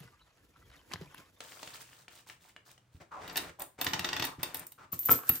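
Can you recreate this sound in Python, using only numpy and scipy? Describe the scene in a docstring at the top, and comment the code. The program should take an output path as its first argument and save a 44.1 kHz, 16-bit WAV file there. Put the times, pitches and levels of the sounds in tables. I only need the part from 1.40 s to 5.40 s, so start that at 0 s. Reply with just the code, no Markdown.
"""Coins from table to wallet

A small, quiet room, with a stereo microphone just above a wooden table. A wallet is opened and its
notes rustle. Coins are slid over the wood, rasping on the grain, and clack as they are tipped up and
gathered in one hand. Dropped into the wallet, they knock in the pocket and ring high on each other."""
import sys
import numpy as np
from scipy import signal
from scipy.fft import rfft, irfft
from scipy.io import wavfile

SR = 44100
rng = np.random.default_rng(int(sys.argv[2]) if len(sys.argv) > 2 else 0)


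def wav_out(sig):
    """Save sig, one row per channel (or a flat mono array), as 16-bit PCM at SR to the path in sys.argv[1]."""
    wavfile.write(sys.argv[1], SR, np.round(np.clip(np.atleast_2d(sig).T, -1, 1) * 32767).astype(np.int16))


N = 176400
T = np.arange(N) / SR

# the two ringing modes of each coin, by name: first_hz, second_hz
COIN_MODES = {"low": (12597, 13662), "middle": (13399, 13120), "high": (14140, 14325),
              "thin": (14240, 14900)}
# coin strikes coin: start_s, coin, ring_db, t60_s, click_db
CLINKS = [(1.927, "low", -56, 0.29, -51), (2.414, "thin", -40, 0.14, -54), (2.47, "thin", -49, 0.32, -53),
          (2.644, "thin", -47, 0.13, -42), (3.525, "thin", -26.5, 0.042, -35),
          (3.591, "high", -27, 0.12, -28.5), (3.599, "middle", -39, 0.3, -48),
          (3.614, "low", -35.5, 0.19, -40), (3.653, "thin", -38, .04, -27.5),
          (3.656, "high", -22, 0.16, -31), (3.705, "high", -22, 0.074, -19.5),
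          (3.711, "thin", -13, 0.047, -21), (3.715, "middle", -13, 0.042, -17),
          (3.721, "middle", -7.5, 0.023, -45), (3.728, "thin", -32, 0.16, -24),
          (3.756, "middle", -27.5, 0.13, -50), (3.892, "high", -8.5, 0.039, -23),
          (3.892, "low", -26.5, 0.37, -33)]
# coin strikes table: start_s, crack_db, edge_db
CLACKS = [(1.877, -41.5, -47), (1.896, -40.5, -70), (1.957, -30.5, -43), (1.968, -32, -26),
          (1.974, -27, -28.5), (2.195, -73, -40), (2.203, -44, -41.5), (2.218, -47, -31.5),
          (2.4119, -27, -28.5), (2.444, -36, -30), (2.4650, -23.5, -54), (2.5328, -22.5, -40.5),
          (2.592, -29.5, -35.5), (2.6443, -23, -47), (2.6877, -29, -47), (2.729, -26.5, -45),
          (2.764, -28, -44), (2.796, -28, -41.5), (2.8224, -25.5, -37.5), (2.84, -30.5, -35),
          (2.849, -31.5, -28.5), (2.867, -42.5, -42), (3.03, -28, -27.5), (3.144, -36.5, -31.5),
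          (3.154, -42.5, -40), (3.168, -66, -38), (3.193, -70, -35.5), (3.266, -80, -39.5),
          (3.319, -56.5, -46), (3.891, -33, -26)]
# bright colour of a struck metal edge: frequency_hz, level_db
EDGE_SPECTRUM = [(3000, -21.5), (7000, -8.5), (9500, 0), (11500, -12), (13000, -1), (14200, 3.5),
                 (15500, -1.5), (17000, -48)]


def clinking():
    """Coin clicks on coin and rings with a pair of modes until its neighbours or the leather damp it."""
    tones = {}
    for coin, pair_hz in COIN_MODES.items():
        first, second = np.exp(2j * np.pi * np.outer(pair_hz, T))
        tones[coin] = (first * flutter() + from_db(-8) * second * flutter()).imag
    rings = sum(from_db(db) * tones[coin] * stroke(start_s, 0, rise_s=0.00021, fall_s=t60 / np.log(1000))
                for start_s, coin, db, t60, _ in CLINKS)
    starts, _, _, _, click_db = zip(*CLINKS)
    clicks = bursts(starts, click_db, rise_s=0.00087, decay_s=0.0019) * noise(EDGE_SPECTRUM)
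    return rings + clicks


def flutter(depth=0.24, bandwidth_hz=100):
    """Ringing coins keep touching, so their tone wobbles in strength and phase."""
    slow = lowpass(rng.standard_normal((2, N)), bandwidth_hz)
    return 1 + depth * (rms_one(slow[0]) + 1j * rms_one(slow[1]))


def jingling(relative_db=-16.5, t60_s=0.045):
    """Each clack and clink briefly shakes all the coins that lie together."""
    starts, contact_db = np.transpose([(row[0], row[-1]) for row in CLACKS + CLINKS])
    modes = [(hz, relative_db, t60_s) for pair_hz in COIN_MODES.values() for hz in pair_hz]
    return struck(starts, contact_db, modes, uneven_db=6)


def clacking(contact_s=0.0023, wood_db=-1.5):
    """Coins tip and drop on the table: a hollow crack, a metallic edge and the ring of the wood."""
    # colour of the crack: frequency_hz, level_db
    crack_spectrum = [(100, -49), (220, -8.5), (1400, -4.5), (3600, -2), (5700, -8.5), (8000, -21.5),
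                      (11000, -35)]
    # modes of the table top: pitch_hz, level_db, t60_s
    wood_modes = [(144.2, -27.5, 0.64), (278.7, -18.5, 0.11), (377.6, -28.5, 0.32), (500, -15, 0.011),
                  (858.3, -17.5, 0.17), (1035, -25, 0.28), (1465, -17.5, 0.19), (1922, -13.5, 0.074)]
    starts, crack_db, edge_db = np.transpose(CLACKS)
    crack = bursts(starts, crack_db, contact_s, decay_s=0.0048) * noise(crack_spectrum)
    hollow = chatter(crack, starts)
    edge = bursts(starts, edge_db, contact_s, decay_s=0.004) * noise(EDGE_SPECTRUM)
    return hollow + edge + struck(starts, crack_db + wood_db, wood_modes, uneven_db=1.5)


def chatter(crack, times, bounce_hz=915, rate_spread=0.04, rebound=0.42):
    """The rim bounces rapidly on the wood, at its own rate in each clack, which makes it sound hollow."""
    out, starts = np.zeros_like(crack), (times * SR).astype(int)
    for start, end, chance in zip(starts, [*starts[1:], N], rng.standard_normal(len(starts))):
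        lag = int(SR / (bounce_hz * np.exp(rate_spread * chance)))
        feedback = np.r_[1, np.zeros(lag - 1), -rebound]
        out[:, start:end] = signal.lfilter([np.sqrt(1 - rebound ** 2)], feedback, crack[:, start:end])
    return out


def sliding(resonance_width_hz=226):
    """Coins catch on the grain of the wood: a broad rasp and a resonance gliding under the fingertip."""
    # a coin slides on wood or rubs leather: start_s, length_s, rasp_db, resonance_db, from_hz, to_hz
    slides = [(1.599, 0.02, -51.5, -51.5, 650, 609), (1.709, 0.092, -57, -44.5, 1244, 816.4),
              (1.802, 0.19, -50, -53.5, 900, 883), (1.987, 0.11, -49, -68, 1257, 1420),
              (2.185, 0.043, -51.5, -45.5, 861, 777), (2.379, 0.51, -48, -53, 1017, 1035),
              (2.861, 0.074, -66, -51, 1064, 1057), (2.985, .25, -52.5, -61.5, 1103, 968),
              (3.377, 0.072, -59.5, -55, 1268, 1208), (3.741, .235, -71, -54.5, 1282, 1631)]
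    # colour of the rasp: frequency_hz, level_db
    rasp_spectrum = [(60, 11.5), (300, 8.5), (600, 8), (2000, 6), (3500, -2.5), (8500, -11), (11000, -21.5),
                     (15000, -17)]
    rasp = friction(rasp_spectrum, slips_per_s=4500, spread_db=1.5)
    shake = lowpass(rng.standard_normal((2, 2, N)), resonance_width_hz)
    shake = rms_one(shake[0]) + 1j * rms_one(shake[1])  # blurs each glide into a band of noise
    pressure, resonance = 0, 0
    for start_s, length_s, rasp_db, resonance_db, from_hz, to_hz in slides:
        push = stroke(start_s, length_s, rise_s=0.012, fall_s=0.0093)
        cycles = np.cumsum(np.interp(T, [start_s, start_s + length_s], [from_hz, to_hz])) / SR
        pressure = pressure + from_db(rasp_db) * push
        resonance = resonance + from_db(resonance_db) * push * np.exp(2j * np.pi * cycles)
    return pressure * rasp + left_right(*(resonance * shake).real) / np.sqrt(2)


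def rustling():
    """Notes and leather swish as the wallet is opened, and small creases give way with a crinkle."""
    # hand movements: start_s, length_s, level_db
    swishes = [(0.0, 0.32, -55), (0.333, 0.013, -45), (0.393, 0.02, -49), (0.455, 0.17, -62),
               (0.695, 0.11, -60), (0.861, 0.057, -56.5), (0.997, 0.1, -63), (1.248, 0.068, -60.5),
               (1.517, 0.051, -70)]
    # colour of rubbed notes and leather: frequency_hz, level_db
    rustle_spectrum = [(60, 0), (400, 0), (1400, -2), (4000, 1.5), (9000, 0.5), (11500, -7), (14000, -1.5)]
    handling = sum(from_db(db) * stroke(start_s, length_s, rise_s=0.018, fall_s=0.021)
                   for start_s, length_s, db in swishes)
    crinkle = from_db(-4) * pings(per_s=700, low_hz=850, high_hz=5000, t60_s=0.007)
    return handling * (friction(rustle_spectrum, slips_per_s=6000, spread_db=3.5) + crinkle)


def snapping():
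    """Stiff folds in the notes and leather snap and ring briefly."""
    # a fold snaps: start_s, crack_db, ring_db
    snaps = [(0.004, -36.5, -64), (0.12, -47, -42), (0.229, -36.5, -45), (0.274, -40, -43.5),
             (0.531, -59.5, -48.5), (0.681, -46.5, -40.5), (0.898, -45, -38), (1.164, -55.5, -39),
             (1.378, -56, -57.5)]
    # colour of the snap: frequency_hz, level_db
    snap_spectrum = [(150, -3), (700, 0), (1500, -2), (2200, -5), (2900, 1.5), (3800, -0.5), (8000, -10.5),
                     (16000, -24)]
    # modes of a stiff fold: pitch_hz, level_db, t60_s
    fold_modes = [(1774, -1.5, 0.0087), (2240, -0.5, 0.006), (2847, -6.5, 0.018)]
    starts, crack_db, ring_db = np.transpose(snaps)
    cracks = bursts(starts, crack_db, rise_s=0.0021, decay_s=0.003) * noise(snap_spectrum)
    return cracks + struck(starts, ring_db, fold_modes, uneven_db=1.5)


def brushing():
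    """Coins brush along the wallet's lining and jostle each other."""
    # strength of the brushing: time_s, level_db
    brush_curve = [(3.518, -57.5), (3.537, -36.5), (3.575, -59.5), (3.69, -38.5), (3.718, -28),
                   (3.75, -38.5), (3.81, -58), (3.855, -51), (3.89, -40), (3.93, -54), (3.958, -36.5),
                   (4.0, -64)]
    # colour of the leather lining: frequency_hz, level_db
    lining_spectrum = [(250, -2), (1300, -10.5), (3800, -8), (8600, -6), (11100, -6), (13500, -1.5),
                       (16000, -20.5)]
    times, db = np.transpose(brush_curve)
    envelope = from_db(np.interp(T, times, db)) * (T >= times[0])
    coin_hz = np.ravel(list(COIN_MODES.values()))
    jostle = pings(per_s=350, low_hz=coin_hz.min(), high_hz=coin_hz.max(), t60_s=0.045)
    leather = from_db(-3.5) * friction(lining_spectrum, slips_per_s=6000, spread_db=3.5)
    return envelope * (leather + jostle)


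def landing():
    """Coins reach the bottom of the wallet's pocket with hollow knocks."""
    # a coin lands: start_s, level_db
    landings = [(3.531, -39), (3.6878, -31), (3.6941, -22.5), (3.711, -26.5), (3.714, -27.5), (3.734, -34),
                (3.79, -40), (3.835, -42), (3.897, -35.5)]
    # modes of the pocket: pitch_hz, level_db, t60_s
    pocket_modes = [(478, -8, 0.024), (778, -4.5, 0.013), (1103, -4, 0.036), (1310, 2.5, 0.023),
                    (2360, -2, 0.0065), (3010, -6.5, 0.0079)]
    return struck(*np.transpose(landings), pocket_modes, uneven_db=2.5)


def bumping(hardest_cutoff_hz=430, softening=0.9):
    """A hand or the wallet bumps the table; the softer the bump, the duller the thud."""
    # bumps on the table: start_s, level_db
    bumps = [(1.547, -48), (2.099, -53.5), (2.464, -42), (2.535, -44), (2.598, -43.5), (2.799, -42.5),
             (2.982, -43.5), (3.529, -43.5), (3.693, -38), (3.718, -36), (3.898, -38.5)]
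    # low modes of the table: pitch_hz, level_db, t60_s
    low_modes = [(89.5, -1, .15), (125.7, -0.5, 0.22), (159.4, 0.5, 0.09), (269, 8.5, 0.036),
                 (385, 8, 0.023)]
    thuds, hardest_db = 0, max(db for _, db in bumps)
    for start_s, db in bumps:
        cutoff_hz = hardest_cutoff_hz * from_db(softening * (db - hardest_db))
        thud = struck([start_s], np.array([db]), low_modes, uneven_db=0.5)
        thuds = thuds + lowpass(thud, cutoff_hz)
    return thuds


def room(x, t60_s=0.25, first_echo_s=0.0041, build_s=0.00043, side_db=5.5):
    """Diffuse echoes come back from the near walls and die quickly."""
    # colour of the echoes: frequency_hz, gain_db
    echo_spectrum = [(100, -12), (400, 6), (1200, -5.5), (3000, -3.5), (8000, -8), (14000, -17)]
    age = T[:SR // 2]
    shape = np.clip((age - first_echo_s) / build_s, 0, 1) * np.exp(-np.log(1000) * age / t60_s)
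    mid, side = rng.standard_normal((2, len(age))) / np.sqrt(2)
    diffuse = tint(left_right(mid, from_db(side_db) * side), echo_spectrum)
    echoes = diffuse * shape / np.sqrt(np.sum(shape ** 2))
    return signal.fftconvolve(x, echoes, axes=1)[:, :N]


def room_tone(hum_hz=122.7):
    """Still air and a faint hum lie under everything."""
    # colour of the still room: frequency_hz, level_db
    air_spectrum = [(20, -8), (45, -9), (125, -2.5), (220, -14.5), (1700, -24), (16000, -41)]
    return from_db(-70) * noise(air_spectrum) + from_db(-75.5) * np.sin(2 * np.pi * hum_hz * T)


def struck(times, dbs, modes, uneven_db):
    """Each blow rings every mode of a body with a strength of its own."""
    out, starts = np.zeros(N), (np.array(times) * SR).astype(int)
    for hz, db, t60 in modes:
        strengths = from_db(dbs + db + uneven_db * rng.standard_normal(len(dbs)))
        clicks = np.zeros(N)
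        clicks[starts] = strengths * rng.choice([-1, 1], len(dbs))
        radius, angle = from_db(-60 / (t60 * SR)), 2 * np.pi * hz / SR
        feedback = [1, -2 * radius * np.cos(angle), radius ** 2]
        out += signal.lfilter([0, np.sin(angle)], feedback, clicks + 1e-18)
    return out


def pings(per_s, low_hz, high_hz, t60_s):
    """Tiny contacts at random moments, each ringing briefly at a pitch of its own; stereo, rms 1."""
    age, count = T[:SR // 10], int(per_s * N / SR)
    decay = np.exp(-np.log(1000) * age / t60_s)
    out = np.zeros((2, N + len(age)))
    for (when, pitch), size in zip(rng.random((count, 2)), rng.standard_normal((count, 2))):
        start, hz = int(when * N), low_hz * (high_hz / low_hz) ** pitch
        out[:, start:start + len(age)] += np.outer(size, np.sin(2 * np.pi * hz * age) * decay)
    return rms_one(left_right(*out[:, :N]))


def friction(spectrum, slips_per_s, spread_db):
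    """Dense tiny slips of uneven size; stereo, rms 1."""
    sizes = from_db(spread_db * np.minimum(rng.exponential(1, N), 5))
    slipping = rng.random(N) < slips_per_s / SR
    return noise(spectrum, sizes * slipping)


def noise(spectrum, weights=1):
    """Coloured stereo noise of rms 1; uneven sample weights make it grainy."""
    mid, side = weights * rng.standard_normal((2, N))
    return rms_one(tint(left_right(mid, side), spectrum))


def bursts(times, dbs, rise_s, decay_s):
    """Envelope of blows that rise quickly and die away."""
    power, age = np.zeros(N + SR), T[:SR // 4]
    shape = np.minimum(age / rise_s, 1) * np.exp(-np.maximum(age - rise_s, 0) / decay_s)
    for start_s, db in zip(times, dbs):
        start = int(start_s * SR)
        power[start:start + len(age)] += (from_db(db) * shape) ** 2
    return np.sqrt(power[:N])


def stroke(start_s, length_s, rise_s, fall_s):
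    """Envelope that rises, holds and dies away."""
    age = T - start_s
    return np.clip(age / rise_s, 0, 1) * np.exp(-np.maximum(age - length_s, 0) / fall_s)


def left_right(mid, side):
    """The two channels are alike in the bass and differ in the treble."""
    # stereo width: frequency_hz, side_gain_db
    width = [(60, -15), (200, -13.5), (500, -14.5), (1300, -2.5), (3000, -8.5), (5000, -4.5), (8500, 1),
             (14000, 2)]
    side = tint(side, width)
    return np.array([mid + side, mid - side])


def tint(x, spectrum):
    """Colour a steady signal along points of frequency_hz, gain_db."""
    hz, db = np.transpose(spectrum)
    bin_hz = np.maximum(np.fft.rfftfreq(x.shape[-1], 1 / SR), 1)
    return irfft(rfft(x) * from_db(np.interp(np.log(bin_hz), np.log(hz), db)), x.shape[-1])


def lowpass(x, cutoff_hz):
    """Second-order treble roll-off."""
    return signal.sosfilt(signal.butter(2, cutoff_hz, fs=SR, output="sos"), x)


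def from_db(db):
    """Decibels to gain."""
    return 10 ** (np.asarray(db) / 20)


def rms_one(x):
    """Scale to rms 1."""
    return x / np.sqrt(np.mean(x ** 2) + 1e-20)


def scene():
    """Coins and wallet close below the microphone, with the small room around them."""
    slightly_left = from_db([[0.4], [-0.4]])
    wallet = rustling() + snapping() + brushing()
    near = (wallet + sliding() + clacking()) * slightly_left + bumping() + landing()
    ringing = clinking() + jingling()
    background = room_tone()
    return near + ringing + room(near + from_db(-8) * ringing) + background


def record(dry):
    """The deepest bass is thinned, the upper treble has a narrow dip, and the top is cut."""
    low_cut_hz, dip_hz, high_cut_hz = 53.5, 11400, 16200
    thinned = signal.sosfilt(signal.butter(2, low_cut_hz, "high", fs=SR, output="sos"), dry)
    dipped = signal.lfilter(*signal.iirnotch(dip_hz, Q=9, fs=SR), thinned)
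    return signal.sosfilt(signal.ellip(10, 0.2, 70, high_cut_hz, fs=SR, output="sos"), dipped)


dry = scene()
out = record(dry)
wav_out(out)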